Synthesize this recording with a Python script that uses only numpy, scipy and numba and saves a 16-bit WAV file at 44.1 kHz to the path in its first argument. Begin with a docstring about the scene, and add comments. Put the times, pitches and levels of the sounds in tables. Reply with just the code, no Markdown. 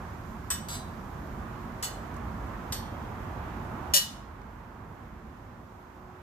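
"""A lawn by a garage and fences, two fencers with steel longswords some metres from a phone's two microphones.
Five clashes: decaying sines for the blade modes over a filtered-noise clatter, both fed on by the slide,
with a noise tail for the scatter off garage and fences. A low thud lies under the hardest clash; small ticks
are noise bursts. Behind lie traffic rumble and tyre roar (flickering noise) and a faint wavering hum. The phone
adds hiss, turns its gain down after the hardest clash and keeps it down, and cuts the top."""
import sys
import numpy as np
from scipy import signal
from scipy.fft import rfft, irfft, next_fast_len
from scipy.io import wavfile
from scipy.ndimage import uniform_filter1d
from numba import njit

SR = 44100
rng = np.random.default_rng(int(sys.argv[2]) if len(sys.argv) > 2 else 0)


def pcm_store(signal):
    """Save signal as 16-bit PCM."""
    levels = np.round(np.clip(np.atleast_2d(signal), -1, 1) * 32767)
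    wavfile.write(sys.argv[1], SR, levels.astype(np.int16).T)


N = 274290  # samples

# All source levels are ahead of the phone's gain control.
# Clashes: (t/s, near blade ring level/dB, far blade ring level/dB, clatter level/dB, slide/s,
#  slide against first touch for the ring/dB, the same for the clatter/dB, grip t60/s,
#  clatter tilt/dB per octave, knock/dB, left minus right/dB, right microphone lag/ms)
CLASHES = [(0.5029, -28, -41, -30, 0.0098, -14, 1.5, 1.9, -1.5, 6, 2.5, 0.091),
           (0.6851, -47.5, -46, -37, 0.069, 10.5, 1.5, 1.1, -1, 10, 1, 0.23),
           (1.8252, -39, -41, -34.5, 0.019, 6.5, 5.5, 1.1, -0.6, 6.5, 0, 0.3),
           (2.7224, -42.5, -42, -34.5, 0.0078, 3.5, 1.5, 11, -2, 3, 0.7, 0.083),
           (3.9364, -28, -25, -20.5, 0.034, 12.5, 16.5, 0.5, -0.2, -5.5, 2, 0.45)]
# Where each clash lands, as a share of the length from the tip: (near blade, far blade)
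PLACES = [(.119, .517), (.338, .516), (.17, .302), (.347, .396), (.042, .531)]
# Bending modes of each sword: (f/Hz, level when struck at a belly/dB, t60/s)
NEAR_BLADE = [(1340, -19, 0.22), (1650, -13, 0.25), (1886, -14, 0.25), (2976, -8, 0.36), (3228, -15, 2.8),
              (3547, -10, 0.32), (3581, -11, 0.5), (5391, -8, 0.24), (5817, -7, 0.37), (6324, -7, 0.3),
              (6635, -9, 0.38), (7378, -11, 0.28), (7766, -13, 0.35), (7865, 3, 0.21), (8342, 3, 0.18),
              (9399, -17, 0.28), (10811, -23, 0.4), (11835, -6, 0.33), (12115, -14, 0.2), (12495, -17, 0.4),
              (13290, -15, 0.25), (13950, -10, 0.29)]
FAR_BLADE = [(2935, -4, 0.25), (3913, -11, 0.7), (4172, -9, 0.35), (4213, -6, 0.18), (4390, -13, 0.39),
             (4502, -18, 0.34), (4793, -6, 0.38), (5106, -7, 0.21), (5731, -20, 0.4), (5965, -19, 0.29),
             (6815, -8, 0.23), (8068, -12, 0.32), (8105, -8, 0.2), (8592, -13, 0.4), (9519, -13, 0.37),
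             (9750, -15, 0.4), (12615, -12, 0.25), (12870, -20, 0.3)]
# Colour of the clatter: (f/Hz, level/dB)
CLATTER_COLOUR = [(450, -30), (900, -7.5), (1400, -6.5), (2200, -7.5), (3000, -1.5), (5000, 3), (7000, 4),
                  (9500, 0), (12500, 0.5), (15000, 0.5)]
# Small ticks of buckles and guards: (t/s, level ahead of the decay/dB, pitch near the band's top f/Hz)
TICKS = [(2.142, -54, 7600), (2.165, -50.5, 8300), (4.416, -52, 5200)]
# Course of the traffic: (t/s, engine rumble level/dB, tyre roar level/dB)
TRAFFIC = [(0, -42, -44.5), (.5, -41, -46), (1.2, -40, -44), (1.8, -41, -43), (2.4, -39, -42.5),
           (3.2, -39.5, -42), (3.901, -38, -41), (4.5, -38.5, -41.5), (5.1, -38.5, -42), (5.7, -40.5, -44),
           (6.22, -42.5, -43)]
# Relative spectra of engine rumble, tyre roar and microphone hiss: (f/Hz, level/dB per Hz)
RUMBLE_COLOUR = [(15, -33), (28, -17), (45, 1.5), (80, 1.5), (140, -4), (230, -5.5), (300, -12), (450, -20),
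                 (800, -50.5)]
TYRE_COLOUR = [(150, -26), (300, -5), (460, -5.5), (750, -1.5), (1050, -0.4), (1630, -8.5), (2400, -18.5),
               (3440, -26.5), (6000, -48)]
HISS_COLOUR = [(1500, -15), (3500, 2.5), (6900, 2.5), (7600, -1), (9800, -6), (11500, -2.5), (13900, 2),
               (15000, -2.5)]
# Hum tones: (f/Hz, waver rate f/Hz, level/dB, level sway/dB)
HUM_TONES = [(362.7, 4, -57, 2), (230.6, 18, -54, 5)]
# Likeness of the two channels in the diffuse noise: (f/Hz, left-right correlation)
LIKENESS = [(60, 0.97), (130, 0.98), (290, 0.93), (630, 0.48), (1390, 0.27), (3050, 0.099), (6700, 0.052)]
# Imbalance of the two microphone ports: (f/Hz, left minus right/dB)
PORTS = [(60, -2), (110, -2), (200, -4.5), (380, -4), (690, -4.5), (1270, -5.0), (2350, -7), (4330, -4),
         (7980, 2.5), (14700, 3.5)]

BEND_HZ = 9  # mode frequency = BEND_HZ x (half-waves along the blade)^2
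NODE_LEAK = .1  # share of a mode that still sounds when struck at a node
WAVER_HZ, THICKET_HZ = 35.2, 44.54  # how fast a mode wavers; spacing of the weak modes
BODY_HZ = 2500  # below this the hilts and thick blade parts knock
SPLIT_HZ, TREBLE_SHARE = 2270, 0.57  # above this the clatter dies sooner, in this share of the time
CLATTER_T60_S = .175
CLASH_SIZE = 32768  # samples
YARD_T60_S, YARD_TREBLE_T60_S = 0.45, 0.21
YARD_DB, YARD_GAP_S = -6.5, 0.0082  # scatter energy against the direct sound; wait before it
THUD_S, THUD_DB, THUD_RISE_S = 3.938, -31, .016  # start, envelope peak, time to the peak
THUD_HZ, THUD_SAG_HZ = 640, 130  # starting pitch and its fall
HISS_DB = -62
GAIN_TOP_DB, GAIN_SLOPE = -25, 0.48  # threshold; dB of cut per dB above it
GAIN_ATTACK_S, GAIN_RELEASE_S = 0.01, 60
TOP_HZ = 14500
AIM = np.array([[1], [-1]])  # left, right


def swords():
    """Every clash at its moment, then the scatter from garage and fences; air and wood dull the scatter."""
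    t = np.arange(SR // 2) / SR
    low, high = split(rng.standard_normal((2, SR // 2)))
    low_tail = low * undb(-60 * t / YARD_T60_S)
    high_tail = high * undb(-60 * t / YARD_TREBLE_T60_S)
    yard = (low_tail + high_tail) * (t > YARD_GAP_S)
    yard *= undb(YARD_DB) / np.sqrt(np.sum(yard ** 2, axis=1, keepdims=True))
    yard[:, 0] = 1  # direct sound
    out = np.zeros((2, N))
    for (near_place, far_place), (s, *how) in zip(PLACES, CLASHES):
        heard = signal.fftconvolve(clash(near_place, far_place, *how), yard, axes=1)
        out[:, int(s * SR):int(s * SR) + heard.shape[1]] += heard
    return out


def clash(near_place, far_place, near_db, far_db, clatter_db, slide_s, ring_slide_db, slide_db,
          grip_s, tilt_db, knock_db, pan_db, lag_ms):
    """Blade modes over a dense clatter of edges and weaker modes, as the two ports receive them."""
    modes = struck(NEAR_BLADE, near_db, near_place) + struck(FAR_BLADE, far_db, far_place)
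    out = blade_ring(modes, slide_s, ring_slide_db, grip_s, lag_ms)
    out += edge_clatter(clatter_db, slide_s, slide_db, tilt_db, knock_db, lag_ms)
    out *= np.minimum(np.arange(CLASH_SIZE) / SR / .0006, 1)  # onset in 0.6 ms
    hz = np.fft.rfftfreq(CLASH_SIZE, 1 / SR)
    return irfft(rfft(out) * undb(AIM * (read(PORTS, hz) + pan_db) / 2))


def struck(blade, ring_db, place):
    """Modes of a blade hit at a place: loud at a belly of the standing wave, weak at a node."""
    modes = []
    for hz, db, t60 in blade:
        half_waves = np.sqrt(hz / BEND_HZ)
        shape = np.cos(np.pi * (half_waves * place + 1 / 4))
        modes.append((hz, ring_db + db + 20 * np.log10(np.hypot(shape, NODE_LEAK)), t60))
    return modes


def blade_ring(modes, slide_s, ring_slide_db, grip_s, lag_ms):
    """Decaying blade modes, damped by the grip; a flexing, swinging blade wavers their level and phase."""
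    out = np.zeros((2, CLASH_SIZE))
    lag = np.array([[0], [lag_ms / 1000]])
    for hz, ring_db, t60 in modes:
        phase, turn, lean = rng.standard_normal(3)
        held_t60 = 1 / (1 / t60 + 1 / grip_s)  # losses of blade and grip add
        k = min(int(held_t60 * SR + slide_s * SR), CLASH_SIZE)
        t = np.arange(k) / SR
        sway, slip = (np.interp(t * WAVER_HZ, range(64), v) for v in rng.standard_normal((2, 64)))
        sway_db = 2.53 * sway * np.minimum(t / 0.07, 1)  # grows over 70 ms
        loud = undb(ring_db + sway_db) * fed(t, held_t60, slide_s, ring_slide_db)
        angle = 2 * np.pi * (hz * (t - lag) + phase) + .3 * turn * AIM + .45 * slip
        out[:, :k] += loud * undb(1.5 * lean * AIM) * np.sin(angle)
    return out


def edge_clatter(clatter_db, slide_s, slide_db, tilt_db, knock_db, lag_ms):
    """Noise made spiky by a thicket of weak modes; sliding edges catch and let go, the treble dies sooner."""
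    t = np.arange(CLASH_SIZE) / SR
    hz = np.fft.rfftfreq(CLASH_SIZE, 1 / SR)
    shared, left, right = rng.standard_normal((3, CLASH_SIZE))
    late = np.roll(shared, int(lag_ms * SR / 1000))
    noise = np.array([shared + .6 * left, late + .6 * right])
    thicket_db = 3.5 * np.interp(hz / THICKET_HZ, range(1024), rng.standard_normal(1024))
    body_db = knock_db / (1 + (hz / BODY_HZ) ** 6)
    noise = colour(irfft(rfft(noise) * undb(thicket_db + body_db)), CLATTER_COLOUR, tilt_db)
    low, high = split(level(noise, clatter_db))
    out = np.zeros((2, CLASH_SIZE))
    for band, t60 in ((low, CLATTER_T60_S), (high, CLATTER_T60_S * TREBLE_SHARE)):
        chatter = undb(2.5 * walk(700, size=CLASH_SIZE) * (t < slide_s + .015))
        out += band * chatter * fed(t, t60, slide_s, slide_db)
    return out


def fed(t, t60, slide_s, slide_db):
    """Amplitude of a resonance that takes a first touch, then more energy while the blades slide."""
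    rate = 2 * np.log(1000) / t60  # energy decay per second
    held = np.minimum(t, slide_s)
    built = (np.exp(-rate * (t - held)) - np.exp(-rate * t)) / (rate * slide_s)
    return np.sqrt(np.exp(-rate * t) + undb(2 * slide_db) * built)


def thud():
    """Under the hardest clash: a low knock that swells, sags in pitch and dies."""
    t, out = np.arange(SR // 5) / SR, np.zeros(N)
    hz = THUD_HZ - THUD_SAG_HZ * (1 - np.exp(-t / (2 * THUD_RISE_S)))
    x = t / THUD_RISE_S
    knock = undb(THUD_DB) * x * np.exp(1 - x) * np.sin(2 * np.pi * np.cumsum(hz) / SR)
    out[int(THUD_S * SR):][:len(t)] = knock
    return out


def ticks():
    """Buckles and guards: band-passed noise bursts that die within milliseconds."""
    out, t = np.zeros((2, N)), np.arange(SR // 20) / SR
    for s, db, hz in TICKS:
        sos = signal.butter(1, [hz / 1.5, hz * 1.05], "bandpass", fs=SR, output="sos")
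        noise = signal.sosfilt(sos, rng.standard_normal((2, len(t))))
        out[:, int(s * SR):int(s * SR) + len(t)] += level(noise, db) * np.exp(-t / 0.0041)
    return out


def traffic():
    """Distant engine rumble and tyre roar: two coloured noises that follow the traffic levels."""
    s, *columns = np.transpose(TRAFFIC)
    rumble_db, tyre_db = (np.interp(np.arange(N) / SR, s, c) for c in columns)
    rumble = undb(rumble_db) * far_noise(RUMBLE_COLOUR, 1.357, 5)
    tyres = undb(tyre_db) * far_noise(TYRE_COLOUR, 0.91, 8.8)
    return rumble + tyres


def hum():
    """Narrow tones whose phase and level waver at random."""
    t, out = np.arange(N) / SR, np.zeros(N)
    for hz, rate, db, sway_db in HUM_TONES:
        tone = np.sin(2 * np.pi * hz * t + 1.2 * walk(rate))
        out += level(tone * undb(sway_db * walk(rate)), db)
    return out


def far_noise(table, flicker_db, rate):
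    """Octave noise bands that flicker alone, alike left and right in the bass, tilted by the ports."""
    size = next_fast_len(N)
    hz = np.fft.rfftfreq(size, 1 / SR)
    like = np.clip(read(LIKENESS, hz), 0, 1)
    mid, side = rfft(rng.standard_normal((2, size))) * np.sqrt([1 + like, 1 - like])
    pan = undb(read(PORTS, hz) / 2)
    both = np.array([(mid + side) * pan, (mid - side) / pan]) * undb(read(table, hz))
    octave = np.log2(np.maximum(hz, 1))
    out = np.zeros((2, N))
    for centre in range(int(np.log2(table[1][0])), int(np.log2(table[-1][0])) + 2):
        band = irfft(both * np.clip(1 - abs(octave - centre), 0, 1), size)[:, :N]
        out += band * undb(flicker_db * walk(rate))
    return level(out, 0)


def walk(rate, size=N):
    """Random levels held 1 / rate s and slewed twice; spread near 1."""
    k = int(SR / rate)
    steps = np.repeat(rng.standard_normal(size // k + 1), k)
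    return 1.3 * uniform_filter1d(uniform_filter1d(steps, k), k)[:size]


def split(x):
    """Bass and treble parts that add up to x."""
    low = signal.lfilter(*signal.butter(1, SPLIT_HZ, fs=SR), x)
    return low, x - low


def colour(x, table, tilt_db=0.):
    """Filter by a (f/Hz, level/dB) table and a tilt about 5 kHz, the tilt held level below 500 Hz."""
    hz = np.fft.rfftfreq(x.shape[-1], 1 / SR)
    tilt = tilt_db * np.log2(np.maximum(hz, 500) / 5000)
    return irfft(rfft(x) * undb(read(table, hz) + tilt), x.shape[-1])


def read(table, hz):
    """Value of a (f/Hz, value) table on a log-frequency axis."""
    f, v = np.transpose(table)
    return np.interp(np.log(np.maximum(hz, 1)), np.log(f), v)


def level(x, db):
    """Scale x to an RMS level in dB re full scale."""
    return x * undb(db) / np.sqrt(np.mean(x ** 2))


def undb(db):
    """Amplitude ratio of a level in dB."""
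    return 10 ** (np.asarray(db) / 20)


def scene():
    """Swords in front, traffic and hum behind."""
    return swords() + thud() + ticks() + traffic() + hum()


@njit
def follow(power, attack, release):
    """Power follower: quick up, very slow down."""
    out, e = np.empty(len(power)), 0.
    for i in range(len(power)):
        e += (power[i] - e) * (attack if power[i] > e else release)
        out[i] = e
    return out


def record(dry):
    """Microphone hiss, gain control that backs off after a loud sound, then the top is cut."""
    mic = dry + undb(HISS_DB) * far_noise(HISS_COLOUR, 0.592, 16)
    power = uniform_filter1d(np.mean(mic ** 2, axis=0), size=SR // 100)  # over 10 ms
    loud = follow(power, 1 / (GAIN_ATTACK_S * SR), 1 / (GAIN_RELEASE_S * SR))
    excess = np.maximum(loud / undb(2 * GAIN_TOP_DB), 1)  # power above the threshold
    gain = excess ** (-GAIN_SLOPE / 2)
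    top_cut = signal.ellip(10, .2, 60, TOP_HZ, fs=SR, output="sos")
    return signal.sosfilt(top_cut, mic * gain)


dry = scene()
out = record(dry)
pcm_store(out)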